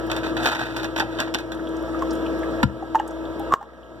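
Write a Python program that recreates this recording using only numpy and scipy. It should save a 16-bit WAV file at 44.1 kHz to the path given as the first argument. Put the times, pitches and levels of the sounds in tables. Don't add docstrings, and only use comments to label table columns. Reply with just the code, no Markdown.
import sys
import numpy as np
from scipy import signal
from scipy.fft import rfft, irfft
from scipy.io import wavfile
from scipy.ndimage import uniform_filter1d

SR = 44100
rng = np.random.default_rng(int(sys.argv[2]) if len(sys.argv) > 2 else 0)


def persist_wave(psi):
    counts = np.round(np.clip(psi, -1, 1) * 32767).astype(np.int16)
    wavfile.write(sys.argv[1], SR, np.atleast_2d(counts).T)


N = 176400
T, HZ = np.arange(N) / SR, np.fft.rfftfreq(N, 1 / SR)

# (multiple of the shaft's turning rate, level/dB)
COMPRESSOR_TONES = [(2, -59), (3, -54.5), (4, -49.5), (6, -43.5), (8, -45), (9, -42.5)]
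# (f/Hz, level/dB)
PUMP_WHINES = [(422.6, -46), (510, -57), (562.6, -62), (635.2, -43), (710.6, -50), (1322.9, -49),
               (1512, -54.5)]
# (t/s, level/dB)
BUZZ_LEVEL = [(0, -45), (.2, -41.5), (.6, -45.5), (.95, -42.5), (1.3, -48), (2.5, -48), (2.8, -42),
              (3.15, -54), (3.4, -47), (3.65, -51), (4, -45)]
# (multiple of the rate at which blades pass, level/dB)
FAN_TONES = [(1, -28.5), (2, -41), (3, -48), (4, -46), (5, -46.5)]
# (f/Hz, level/dB)
AIR_COLOUR = [(20, -95), (60, -71), (160, -69), (300, -56.5), (385, -59.5), (460, -55), (650, -59),
              (770, -68), (920, -61.5), (1030, -71), (1200, -65), (1480, -71.5), (1800, -70.5),
              (2300, -81.5), (3500, -79), (4400, -86.5), (5600, -89.5), (10000, -100), (15500, -100)]
# (t/s, level/dB)
MACHINE_LEVEL = [(0, 0), (.2, -1.5), (.42, 0), (.6, -5.5), (1.0, -4), (1.4, -6.5), (1.6, -4), (1.85, -1.5),
                 (2.1, 0.5), (2.6, 0.5), (2.8, 1.5), (3.1, 0), (3.45, -1.5), (4, -1.5)]
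# (t/s, level/dB, f/Hz, decay/s)
ICE_TICKS = [(.066, -50, 13500, 0.0054), (1.022, -26.5, 770, 0.01), (1.274, -28, 970, 0.004),
             (1.347, -27.5, 3330, 0.004), (1.594, -37, 1440, .006), (1.67, -37.5, 3260, 0.0057),
             (1.548, -50, 7900, 0.0028), (1.689, -49.5, 7600, 0.0036), (1.767, -43.5, 6100, 0.0033),
             (1.825, -49, 12000, .003), (1.991, -43.5, 5300, 0.0044), (2.107, -34, 5400, 0.0059),
             (2.13, -43.5, 9400, 0.0065), (2.151, -47, 7600, 0.0052), (2.262, -30.5, 2860, 0.007),
             (2.39, -45, 13000, 0.0032), (2.504, -57, 14300, .004), (2.432, -30, 1730, 0.0068),
             (2.988, -32, 2980, 0.0077), (3.076, -34.5, 7900, 0.005), (3.107, -42.5, 6400, 0.0044),
             (3.253, -37.5, 3450, 0.006), (3.395, -38.5, 11300, 0.0034), (3.397, -43.5, 3440, 0.012),
             (3.689, -30, 1300, 0.0069), (3.83, -38.5, 3100, 0.0053)]
# (t/s, level/dB, decay/s, treble/dB)
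TUMBLES = [(.098, -32, .018, -2), (0.1154, -27.5, 0.009, 4), (0.1638, -32, 0.013, 4),
           (0.231, -33, 0.036, -4), (0.255, -35.5, 0.032, 2), (0.364, -29.5, 0.028, -3.5),
           (0.427, -35.5, 0.039, 8.5), (.456, -18.5, 0.016, 1), (0.468, -20.5, 0.017, 4),
           (0.515, -24.5, 0.02, 0), (0.548, -25.5, .012, 1), (.59, -32, 0.027, 1),
           (0.608, -30.5, 0.028, -4), (0.763, -32.5, 0.014, 7.5), (0.786, -34.5, 0.026, 0),
           (0.8293, -34.5, 0.012, 5), (0.843, -32.5, 0.012, 4), (0.9605, -28.5, 0.011, 0),
           (0.98, -25, 0.009, 3), (0.999, -23, 0.014, -2), (1.185, -29.5, 0.028, -5),
           (1.2019, -24.5, 0.0095, 3), (1.273, -37, 0.012, -13), (1.34, -27.5, 0.0064, 12),
           (1.346, -24.5, 0.0097, -15), (1.385, -35, 0.0065, 8.5), (1.401, -39, 0.0053, 9),
           (1.516, -39, 0.016, 7)]
# (t/s, level/dB)
SHIFTING_LEVEL = [(0, -75), (.14, -33.5), (.32, -56), (.42, -33), (.5, -28.5), (.63, -33), (.72, -38.5),
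                  (.8, -41), (.91, -47), (1.04, -60), (1.12, -42), (1.24, -38), (1.45, -84), (1.7, -57),
                  (4, -86)]
# (f/Hz, level/dB)
ICE_COLOUR = [(30, -36), (85, -11), (120, -2), (165, -11), (240, 5), (450, -6.5), (720, -1.5), (900, 3),
              (1250, -5), (1700, 4.5), (2100, -1.5), (2700, -5), (3700, -5), (4500, -8.5), (5500, -14),
              (7500, -21), (10000, -29), (15500, -30.5)]
# (t/s, crack level/dB, treble/dB, ring level/dB)
BASKET_HITS = [(0.099, -31, -4, -26), (.1152, -17, 0, -26), (.1645, -26.5, 4, -34), (.4570, -17, -2, -25.5),
               (.4712, -21, -4, -22), (.5492, -27, 4, -23), (.7667, -26, 0, -38), (.844, -23, 0, -36),
               (0.9628, -20.5, -4, -33), (.9787, -23.5, 2, -32), (0.9981, -18, 2, -19),
               (1.2025, -15, 2.5, -25), (1.3405, -23, 3, -29), (1.3462, -18, 5, -23)]
# (f/Hz, level/dB)
CRACK_COLOUR = [(60, -8), (600, -2.5), (1700, 1), (2500, 0.5), (3600, 0), (5500, -3), (8000, -15.5),
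                (11000, -21.5), (15500, -18.5)]
# (f/Hz, level/dB, t60/s)
BASKET_MODES = [(732, -7, 0.052), (915, -1.5, 0.062), (1150, -14, 0.027), (1580, 1, 0.059),
                (3170, -6, 0.044)]
# (f/Hz, level/dB, t60/s, delay/s)
CABINET_MODES = [(74, -7.5, 0.17, 0.013), (127.5, 3.5, .10, 0.0117), (195, -5, 0.13, 0.0071),
                 (236.6, 7, 0.047, 0.00432), (516, -8.5, 0.068, 0.0016), (984, 1.5, 0.037, 0.00138),
                 (1383, -4, 0.055, 0.0033)]
# (t/s, level/dB, f/Hz, t60/s, click/dB, shell overtones/dB)
LID_KNOCKS = [(1.945, -17.5, 1260, 0.045, -30, -7), (2.022, -8.5, 1086, 0.034, -16, -9),
              (2.825, -8.5, 778, 0.044, -25, -15), (2.9474, 6, 886, 0.026, -28, -6),
              (2.954, 6.5, 880, 0.039, -20.5, -2), (2.998, 0.5, 835, 0.034, -22, 2),
              (3.40, -20.5, 815, 0.11, -38, -8.5), (3.508, -19.5, 1144, 0.1, -45, -14),
              (3.5226, -1, 1110, 0.042, -22, -6), (3.5384, 17, 1105, 0.02, -21, -7),
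              (3.611, -8.5, 817, 0.064, -20, -1), (3.628, -9.5, 900, 0.029, -16, -1),
              (3.733, -11.5, 590, 0.014, -33, -4)]
# (multiple of the knock's pitch, level/dB, multiple of its t60)
LID_MODES = [(1, 0, 0.97), (1.07, -13, 1.3), (.78, -17, 0.55)]
# (f/Hz, level/dB, t60/s)
SHELL_MODES = [(1632, -18.5, 0.038), (1807, -21.5, 0.04), (2860, -28.5, .035)]
# (f/Hz, level/dB)
CLICK_COLOUR = [(60, -14), (500, 9), (1350, 9.5), (2250, -11), (3400, -10.5), (4600, -16.5), (7500, -13.5),
                (10000, -30.5), (15500, -21)]
# (f/Hz, t60/s)
KITCHEN_T60 = [(100, 0.37), (1000, 0.38), (4000, 0.31), (15000, 0.12)]
# (f/Hz, left minus right/dB, likeness from 0 to 1, left lead/rad)
MIC_PORTS = [(30, -7, 1, 0.56), (60, 14, 0.68, 0.68), (131, 6, 0.99, 0.43), (330, 3.5, 1, 0.96),
             (550, -0.5, 0.87, 0.62), (1040, -1, 0.93, -0.049), (2220, -1.5, 1, -0.2),
             (4000, -.5, 0.88, -0.3), (15000, -0.5, 1, -0.42)]

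SHUT_S = 3.54
ICE_RISE_S, ROOM_ICE_DB, ROOM_LID_DB = 0.001, -17, -20


def amp(db):
    return 10 ** (np.asarray(db) / 20)


def unit(x):
    return x / np.sqrt(np.mean(x ** 2) + 1e-20)


def spectrum(points, hz, column=1):
    table = np.transpose(points)
    return np.interp(np.log(hz + 1), np.log(table[0] + 1), table[column])


def level(points):
    return amp(np.interp(T, *np.transpose(points)))


def add(mix, s, sound):
    part = mix[round(s * SR):][:len(sound)]
    part += sound[:len(part)]


def wander(rate_hz):
    return unit(irfft(rfft(rng.standard_normal(N)) / (1 + (HZ / rate_hz) ** 4), N))


def colour(x, points):
    log_gain = np.log(amp(spectrum(points, abs(np.fft.fftfreq(4096, 1 / SR)))))
    taps = np.fft.ifft(np.exp(np.conj(signal.hilbert(log_gain)))).real[:2048]
    return signal.oaconvolve(x, taps / np.linalg.norm(taps))[:N]


def mode(t, hz, t60, rise_s):
    return np.sin(2 * np.pi * hz * t) * (1 - np.exp(-t / rise_s)) * np.exp(-np.log(1000) * t / t60)


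def tone(turns, db):
    return np.sqrt(2) * amp(db) * np.cos(2 * np.pi * turns) * (1 + 0.22 * wander(rate_hz=25))


def stereo(x, other=None, aside=True):
    delay_s, treble_hz = .000444, 1100
    tilt, likeness, lead = (spectrum(MIC_PORTS, HZ, column=k) for k in (1, 2, 3))
    lead = lead - aside * 2 * np.pi * delay_s * np.maximum(HZ - treble_hz, 0)
    left = right = rfft(x)
    if other is not None:
        right = likeness * left + np.sqrt(1 - likeness ** 2) * rfft(other)
    return irfft(np.array([left * amp(tilt / 2) * np.exp(1j * lead), right * amp(-tilt / 2)]), N)


def kitchen(x):
    hz, t, bands = signal.stft(rng.standard_normal((2, SR // 2)), SR, nperseg=256)
    fade = amp(-60 * t / spectrum(KITCHEN_T60, hz)[:, None]) * np.minimum(t / .008, 1)
    tail = signal.istft(bands * fade, SR, nperseg=256)[1]
    return stereo(*signal.fftconvolve(x[None], tail / np.linalg.norm(tail[0]), axes=1)[:, :N])


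def air():
    bands = signal.stft(rng.standard_normal(N), nperseg=1024)[2]
    patches = uniform_filter1d(rng.standard_normal(bands.shape), size=10, axis=0)
    patch_db = 1.5 * unit(uniform_filter1d(patches, size=5, axis=1))
    noise = signal.istft(bands * amp(patch_db), nperseg=1024)[1][:N]
    return irfft(rfft(noise) * amp(spectrum(AIR_COLOUR, HZ) - 2), N) * np.sqrt(SR / 2)


def fan(blade_hz=325.7, muffle_db=-11.5):
    shut = np.clip((T - SHUT_S) / .01, 0, 1)
    turns = np.cumsum(blade_hz + 0.44 * wander(rate_hz=4.5)) / SR
    return sum(tone(k * turns, db) * amp(muffle_db * shut / k ** 2) for k, db in FAN_TONES)


def machine(mains_hz=60, shaft_hz=58.6):
    t = T - .43
    buzz = level(BUZZ_LEVEL) * tone(2 * mains_hz * t, db=-2.1)
    hum = np.sqrt(2) * amp(-43.5) * np.cos(2 * np.pi * mains_hz * t)
    hum += sum(tone(k * shaft_hz * t, db) for k, db in COMPRESSOR_TONES)
    hum += sum(tone(np.cumsum(hz + 0.88 * wander(rate_hz=5.6)) / SR, db) for hz, db in PUMP_WHINES)
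    return stereo(buzz) + level(MACHINE_LEVEL) * (stereo(hum + fan()) + stereo(air(), air()))


def basket(x, echo_db=0.5, decay_s=0.0029):
    t = T[:SR // 40]
    echoes = rng.standard_normal(len(t)) * np.exp(-t / decay_s)
    echoed = signal.oaconvolve(x, echoes / np.linalg.norm(echoes))[:N]
    return (x + amp(echo_db) * echoed) / np.hypot(1, amp(echo_db))


def drips(count=400, per_s=60, low_hz=1300, high_hz=14000):
    pings, t = np.zeros(N), T[:SR // 20]
    for when, height, chance in rng.random((count, 3)):
        s = when * count / per_s
        octaves = height * np.log2(high_hz / low_hz)
        db = -52 - 6.5 * octaves + 5 * min(-np.log(chance), 3)
        if s < SHUT_S:
            add(pings, s, amp(db) * mode(t, low_hz * 2 ** octaves, t60=0.01, rise_s=ICE_RISE_S / 2))
    return stereo(basket(pings), aside=False) + amp(ROOM_ICE_DB) * kitchen(pings)


def ticks(crackle_hz=3500):
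    out, t = np.zeros(N), T[:SR // 10]
    octaves = np.log2(np.fft.rfftfreq(len(t), 1 / SR) + 1)
    for s, db, hz, decay in ICE_TICKS:
        width_octaves = 0.12 * max(1, hz / crackle_hz) ** 1.6
        band = 1 / (1 + ((octaves - np.log2(hz)) / width_octaves) ** 2)
        ring = unit(irfft(rfft(rng.standard_normal(len(t))) * band))
        add(out, s, amp(db + 2) * ring * (1 - np.exp(-t / ICE_RISE_S)) * np.exp(-t / decay))
    return stereo(out, aside=False) + amp(ROOM_ICE_DB) * kitchen(out)


def clinks(low_hz=714, high_hz=4174):
    out, t = np.zeros(N), T[:SR // 8]
    for (s, db, decay, _), pieces in zip(TUMBLES, rng.random((len(TUMBLES), 3, 2))):
        for when, height in pieces:
            hz = low_hz * (high_hz / low_hz) ** height
            add(out, s + when * decay, amp(db - 5.5) * mode(t, hz, t60=0.074, rise_s=ICE_RISE_S / 2))
    return stereo(out) + amp(ROOM_ICE_DB) * kitchen(out)


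def ice_contacts(per_s=2200, spread_db=4.5):
    size = amp(spread_db * np.minimum(rng.exponential(1, N), 3))
    return unit(size * rng.choice([-1., 1.], N) * (rng.random(N) < per_s / SR))


def tumbling_ice(treble_hz=4500):
    t = T[:SR // 4]
    low_power = level(SHIFTING_LEVEL) ** 2
    treble_power = low_power.copy()
    for s, db, decay, treble_db in TUMBLES:
        burst = amp(db + 6) * (1 - np.exp(-t / ICE_RISE_S)) * np.exp(-t / decay)
        add(low_power, s, burst ** 2)
        add(treble_power, s, (burst * amp(treble_db)) ** 2)
    rattles = []
    for contacts in (ice_contacts(), ice_contacts()):
        low = irfft(rfft(contacts) / (1 + (HZ / treble_hz) ** 4), N)
        taps = low * np.sqrt(low_power) + (contacts - low) * np.sqrt(treble_power)
        rattles.append(colour(basket(taps), ICE_COLOUR))
    return stereo(*rattles) + amp(ROOM_ICE_DB) * kitchen(rattles[0])


def clacks(treble_hz=5000, crack_s=.0018, detune=0.073):
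    cracks, rings, t = np.zeros(N), np.zeros(N), T[:SR // 10]
    lows = 1 / (1 + (np.fft.rfftfreq(len(t), 1 / SR) / treble_hz) ** 4)
    hit_shifts = detune * rng.uniform(-1.08, 1, (len(BASKET_HITS), len(BASKET_MODES)))
    for (s, db, treble_db, ring_db), shifts in zip(BASKET_HITS, hit_shifts):
        noise = irfft(rfft(rng.standard_normal(len(t))) * (lows + amp(treble_db) * (1 - lows)))
        add(cracks, s, amp(db) * noise * np.exp(-t / crack_s))
        for (hz, mode_db, t60), shift in zip(BASKET_MODES, shifts):
            add(rings, s, amp(ring_db + mode_db) * mode(t, hz * (1 + shift), t60, rise_s=.0007))
    direct = colour(cracks, CRACK_COLOUR) + rings
    return stereo(direct) + amp(ROOM_ICE_DB) * kitchen(direct)


def bump(at_s=2.629, crack_s=0.0037, rattle_s=0.024):
    boom, jolt, t = np.zeros(N), np.zeros(N), T[:SR // 3]
    for hz, db, t60, delay in CABINET_MODES:
        add(boom, at_s + delay, amp(db) * mode(t, hz, t60, rise_s=0.0063))
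    fade = t / crack_s * np.exp(-t / crack_s) + amp(-20) * np.exp(-t / rattle_s)
    add(jolt, at_s, amp(-6.5) * rng.standard_normal(len(t)) * fade)
    jolt = irfft(rfft(jolt) / np.hypot(1, HZ / 30000), N)
    return boom, colour(jolt, ICE_COLOUR)


def knocks(rise_s=0.0023, click_s=0.0015, buzz_s=0.011):
    rings, clicks, t = np.zeros(N), np.zeros(N), T[:SR // 3]
    shell = sum(amp(db) * mode(t, hz, t60, rise_s) for hz, db, t60 in SHELL_MODES)
    click_fade = np.exp(-t / click_s) + amp(-7.5) * np.exp(-t / buzz_s)
    for s, db, hz, t60, click_db, shell_db in LID_KNOCKS:
        hollow = sum(amp(mode_db) * mode(t, hz * ratio, t60 * share, rise_s)
                     for ratio, mode_db, share in LID_MODES)
        add(rings, s, amp(db) * (hollow + amp(shell_db) * shell))
        add(clicks, s, amp(db + click_db) * rng.standard_normal(len(t)) * click_fade)
    return rings + colour(clicks, CLICK_COLOUR)


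def lid():
    boom, jolt = bump()
    direct = boom + knocks()
    return stereo(direct, aside=False) + stereo(jolt) + amp(ROOM_LID_DB) * kitchen(direct + jolt)


def scene():
    return machine() + tumbling_ice() + clacks() + clinks() + ticks() + drips() + lid()


def record(dry):
    limit_db, recover_db_per_s, top_hz = -6, 12.5, 15900
    over_db = np.maximum(20 * np.log10(abs(dry).max(0) + 1e-9) - limit_db, 0)
    recovery = recover_db_per_s * T
    duck_db = np.maximum.accumulate(over_db + recovery) - recovery
    limited = dry * amp(-uniform_filter1d(duck_db, size=110))
    rounded = limited / (1 + limited ** 8) ** .125
    treble_cut = signal.firwin(255, top_hz, window=("kaiser", 9), fs=SR)
    return signal.oaconvolve(rounded, treble_cut[None], "same")


dry = scene()
out = record(dry)
persist_wave(out)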